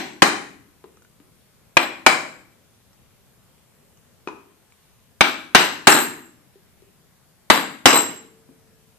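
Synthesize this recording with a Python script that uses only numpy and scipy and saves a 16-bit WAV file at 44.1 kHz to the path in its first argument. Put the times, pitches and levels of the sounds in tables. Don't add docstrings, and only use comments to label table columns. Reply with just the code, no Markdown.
import sys
import numpy as np
from scipy import signal
from scipy.fft import rfft, irfft, next_fast_len
from scipy.io import wavfile
from scipy.ndimage import uniform_filter1d

SR = 44100
rng = np.random.default_rng(int(sys.argv[2]) if len(sys.argv) > 2 else 0)


def materialize(psi):
    bounded = np.clip(np.atleast_2d(psi).T, -1, 1)
    quanta = np.round(bounded * 32767).astype(np.int16)
    wavfile.write(sys.argv[1], SR, quanta)


def level_to_linear(level):
    exponent = np.asarray(level, float) / 20
    return 10 ** exponent


N = 396018
LEAD = 8820


def blow(force_db, tilt_db):
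    # [f/Hz, level/dB, time to fall 60 dB/s]
    wood_modes = [(139, -37, 0.11), (316, -0.5, 0.058), (400, -3, 0.077), (578, -13.5, .06),
                  (672, -6.5, 0.054), (817, -3, 0.063), (1075, -9, 0.034), (1615, -10, 0.0088),
                  (2700, -10, .03), (4540, -10, 0.013), (5500, -17, 0.012)]
    boom_db = -6.5 + 0.23 * force_db
    vary_db = 2.5
    wood = np.zeros(4096)
    for hz, db, t60 in wood_modes:
        shift, vary = rng.standard_normal(2)
        low_db = boom_db / (1 + (hz / 450) ** 4)
        mode = ring(hz * (1 + 0.015 * shift), t60 * 0.43, size=4096)
        wood += level_to_linear(db + low_db + vary_db * vary) * mode
    snap = crack(tilt_db, t60=0.0049, splinter_db=-17.5)
    return level_to_linear(force_db) * (level_to_linear(-2) * loaded(wood) + level_to_linear(19) * snap)


def crack(tilt_db, t60, splinter_db):
    t = np.arange(4096) / SR
    burst = rng.standard_normal(4096) * level_to_linear(splinter_db - 60 * t / t60)
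    burst[4] = 0.78
    return coloured(burst, tilt_db)


def handle(force_db, shaft_hz, handle_db):
    # [f/Hz, level/dB]
    upper_rings = [(1580, 2.5), (3000, -0.5), (4050, -5)]
    shaft_db, shaft_t60, vary_db = 5, 0.017, 2.5
    handle_hz = 2300 + 0.47 * (shaft_hz - 880)
    rings = level_to_linear(handle_db + 7) * ring(handle_hz, t60=0.02, size=4096)
    rings += level_to_linear(shaft_db) * ring(shaft_hz, shaft_t60, size=4096)
    for hz, db in upper_rings:
        shift, vary = rng.standard_normal(2)
        rings += level_to_linear(db + vary_db * vary) * ring(hz * (1 + 0.02 * shift), shaft_t60, size=4096)
    return level_to_linear(force_db - 2) * loaded(rings)


def splinters(force_db, tilt_db):
    t = np.arange(2048) / SR
    fade = level_to_linear(-60 * (t / 0.02) ** 2) * np.clip(t / 0.0024, 0, 1)
    tear = rng.standard_normal((2, len(t))) * fade
    return level_to_linear(force_db - 1.5) * np.array([coloured(side, tilt_db - 0.5) for side in tear])


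def buzz(loose):
    # [f/Hz, twin f/Hz, time to fall 60 dB/s]
    steel_pairs = [(3960, 4060, .09), (7636, 7574, .2), (12340, 12270, .19)]
    tight_db = (-38, -34, -40.5)
    added_db = (11.5, 17.5, 17)
    t = np.arange(16000) / SR
    clicks = (rng.random(len(t)) < 900 / SR) * rng.standard_normal(len(t))
    chatter_s = 0.066 + 0.07 * loose
    chatter = clicks / (1 + (t / chatter_s) ** 8)
    rattle_db = -21 + 8.5 * loose
    out = level_to_linear(rattle_db + 10.5) * coloured(chatter, -1.2)
    for db, more_db, (hz, twin_hz, t60) in zip(tight_db, added_db, steel_pairs):
        steel = ring(hz, t60, size=len(t)) + 0.6 * ring(twin_hz, t60, size=len(t))
        pair = signal.fftconvolve(chatter, steel)[:len(t)]
        out += level_to_linear(db + more_db * loose + 5) * pair / abs(pair).max()
    return out


def knock(db, hz, t60, tilt_db):
    rise = np.clip(np.arange(4096) / SR / 0.0005, 0, 1)
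    body = rise * ring(hz, t60 * 0.56, size=4096)
    tick = crack(tilt_db, t60=0.0047, splinter_db=-26.5)
    return level_to_linear(db - 2.5) * (body + level_to_linear(10) * tick)


def add_vise_hum(mix):
    # [t/s, f/Hz, level/dB, time to fall 60 dB/s]
    iron_hum = (7.87, 447, -46, 2.5)
    s, hz, db, t60 = iron_hum
    add(mix, s, level_to_linear(db) * ring(hz, t60, size=SR + LEAD) * np.ones((2, 1)))


def in_room(dry, wet_db, early, count=440):
    # [f/Hz, time to fall 60 dB/s]
    room_t60 = [(70, 0.21), (130, 0.88), (260, 0.66), (700, 0.47), (1800, 0.53), (5000, 0.48), (8000, 0.5),
                (12000, 0.5)]
    # [f/Hz, likeness -1 to 1]
    room_same = [(60, .5), (160, 0.85), (300, 0.64), (600, 0.36), (1500, .1), (12000, 0.18)]
    hz, z = pair_noise(frames=count, size=256, same=room_same)
    t = np.arange(z.shape[-1]) * 64 / SR
    decay = level_to_linear(-60 * t / read(room_t60, hz)[:, None])
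    near = 1 + early * np.exp(-t / 0.0072)
    tail = signal.istft(z * decay * near, nperseg=256, noverlap=192)[1]
    tail = level_to_linear(wet_db) * tail / np.linalg.norm(tail[0])
    tail[0, 0] = tail[1, 3] = 1
    return signal.fftconvolve(dry[None], tail, axes=1)


def floor():
    # [f/Hz, level/dB per Hz]
    floor_colour = [(18, -44.5), (53, -7), (87, -1.5), (220, -6.5), (260, -15.5), (420, -11), (750, -17),
                    (4910, -24.5)]
    # [f/Hz, likeness -1 to 1]
    floor_same = [(60, -0.65), (180, 0.79), (540, 0.21), (1640, 0.51), (4930, -0.16), (14900, 0.29)]
    # [f/Hz, left over right/dB]
    floor_lean = [(60, 1), (180, 4), (540, 2.5), (1640, 2), (4930, 1), (14900, 1)]
    hz, z = pair_noise(frames=N // 256 + 5, size=1024, same=floor_same)
    patches = rng.standard_normal(z.shape[:0:-1]).T
    patches = uniform_filter1d(patches, 12, 0)
    patches = evened(uniform_filter1d(patches, 30, 1))
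    sides = np.array([0.5, -0.5])[:, None, None]
    level_db = read(floor_colour, hz)[:, None] + 1.1 * patches + read(floor_lean, hz)[:, None] * sides
    hiss = signal.istft(z * level_to_linear(level_db), nperseg=1024, noverlap=768)[1][:, :N]
    return level_to_linear(-57) * evened(hiss)


def coloured(x, tilt_db):
    # [f/Hz, level/dB per Hz]
    crack_colour = [(30, -56.5), (200, -16.5), (320, -2.5), (500, -12), (900, -3), (4000, -14),
                    (9500, -28.5), (15000, -47)]
    hz = np.fft.rfftfreq(4096, 1 / SR)
    octaves = np.log2(np.clip(hz, 150, 12000) / 1000)
    gain = np.log(level_to_linear(read(crack_colour, hz) + tilt_db * octaves))
    mirrored = np.r_[gain, gain[-2:0:-1]]
    causal = np.exp(np.conj(signal.hilbert(mirrored)))[:len(hz)]
    click = irfft(causal)
    return signal.fftconvolve(x, click / np.linalg.norm(click))[:len(x)]


def ring(hz, t60, size):
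    t = np.arange(size) / SR
    return level_to_linear(-60 * t / t60) * np.sin(2 * np.pi * hz * t)


def loaded(x):
    return x * np.clip(np.arange(len(x)) / SR / 0.0012, 0, 1)


def pair_noise(frames, size, same):
    hz = np.fft.rfftfreq(size, 1 / SR)
    a, b, c, d = rng.standard_normal((frames, len(hz), 4)).T
    left, other = a + 1j * b, c + 1j * d
    same = np.clip(read(same, hz), -1, 1)[:, None]
    return hz, np.array([left, same * left + np.sqrt(1 - same ** 2) * other])


def evened(x):
    return x / np.sqrt(np.mean(x ** 2) + 1e-20)


def read(points, hz):
    f, value = np.transpose(points)
    return np.interp(np.log(hz + 1), np.log(f + 1), value)


def add(mix, s, sound):
    part = mix[:, round(s * SR) + LEAD:][:, :sound.shape[-1]]
    part += sound[:, :part.shape[1]]


def scene():
    # [t/s, force/dB, shaft ring f/Hz, handle knock level/dB, blade looseness 0-1]
    blows = [
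        (-.115, 0.5, 972.6, -11, .15),
        (.2195, 3.5, 1078, -4.5, .05),
        (1.7678, -3, 1113, 5, .05),
        (2.0625, 1, 900, 4.5, 0.2),
        (5.207, -1.5, 879.4, 5, .1),
        (5.547, 3.5, 752, -9, 0.5),
        (5.8697, 6.5, 773, -12.5, 0.98),
        (7.499, 1.5, 810, -9, .45),
        (7.8554, 5, 750, -12, 1.0),
    ]
    # [t/s, level/dB, ring f/Hz, time to fall 60 dB/s, brightness/dB per octave]
    knocks = [(.840, -27.5, 416, 0.024, -4.5), (1.2, -39, 310, 0.058, -1), (3.712, -65, 253, 0.058, -13),
              (4.272, -23, 400, 0.078, -6), (4.273, -17.5, 1190, 0.019, -4.5),
              (4.273, -25.5, 2480, 0.045, 3.5), (4.285, -23, 1000, .045, -3), (6.555, -44, 397, 0.087, -3),
              (6.82, -45, 395, 0.18, 12), (7.934, -6, 477, 0.034, 2), (8.489, -37.5, 264.4, 0.08, -9)]
    # [t/s, level/dB, ring f/Hz]
    ticks = [(.971, -43, 1300), (.969, -49, 6100), (1.02, -45, 1400), (1.021, -48, 6300),
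             (1.048, -44, 1450), (1.045, -51, 6300), (2.745, -53, 5800), (2.93, -50, 5800),
             (3.58, -50, 2400), (3.972, -48, 6100), (4.283, -36, 6000), (4.721, -44, 2300),
             (4.722, -47, 7300), (.845, -40, 1000), (5.921, -4, 5450), (7.548, -16, 5400),
             (7.905, -12, 5400)]
    # [f/Hz, left over right/dB]
    bench_lean = [(100, 8), (500, 2.5), (1200, 3.5), (4000, 5.5), (8000, -4.5), (12000, 0.35)]
    flight = 0.0013
    mix = np.zeros((2, N + LEAD))
    for s, force_db, shaft_hz, handle_db, loose in blows:
        s += flight
        tilt_db = 0.27 + 2.5 * loose
        add(mix, s, in_room(blow(force_db, tilt_db), 2, early=2.5))
        add(mix, s, in_room(handle(force_db, shaft_hz, handle_db), -7, early=2, count=340))
        add(mix, s, splinters(force_db, tilt_db))
        add(mix, s, in_room(buzz(loose), -5, early=1.8, count=320))
    for s, *how in knocks:
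        add(mix, s + flight, in_room(knock(*how), 0, early=1.2, count=340))
    for s, db, hz in ticks:
        tilt_db = 1.8 * np.log2(hz / 2800)
        tick = knock(db, hz, 0.028, tilt_db)
        add(mix, s + flight, in_room(tick, -5, early=3, count=160))
    add_vise_hum(mix)
    high_pass = signal.butter(3, 140, "high", fs=SR, output="sos")
    mix = signal.sosfilt(high_pass, mix)
    size = next_fast_len(N + 2 * LEAD)
    lean_db = read(bench_lean, np.fft.rfftfreq(size, 1 / SR))
    lean = level_to_linear(lean_db * np.array([[0.5], [-0.5]]))
    return irfft(rfft(mix, size) * lean, size)[:, LEAD:LEAD + N] + floor()


def overloaded(x):
    low_pass = signal.butter(4, 14800, fs=SR, output="sos")
    return signal.sosfilt(low_pass, np.clip(x, -0.95, 0.95))


def thinned(x):
    # [f/Hz, level/dB]
    weak_limit = [(8800, -60), (9500, -30), (10600, -23), (12000, -25), (12300, -50), (12700, -25),
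                  (14400, -25)]
    edge_hz, busy_db = 14500, -51
    hz, _, z = signal.stft(x, SR, nperseg=1024, noverlap=512)
    band = uniform_filter1d(abs(z) ** 2, size=13, axis=1)
    top = band.max(1, keepdims=True)
    busy = top > level_to_linear(2 * busy_db)
    sudden = top >= level_to_linear(2 * 9) * np.roll(top, 2, axis=2)
    settled = ~busy | ~sudden
    faint = band < top * level_to_linear(2 * read(weak_limit, hz))[:, None]
    weak = faint & (hz[:, None] > weak_limit[0][0]) & busy
    lost = settled & (weak | (hz[:, None] > edge_hz))
    return x - signal.istft(z * lost, SR, nperseg=1024, noverlap=512)[1][:, :N]


def band_limit(x):
    return signal.sosfilt(signal.butter(12, 15460, fs=SR, output="sos"), x)


def record(dry):
    mix = thinned(overloaded(dry))
    return band_limit(mix)


dry = scene()
out = record(dry)
materialize(out)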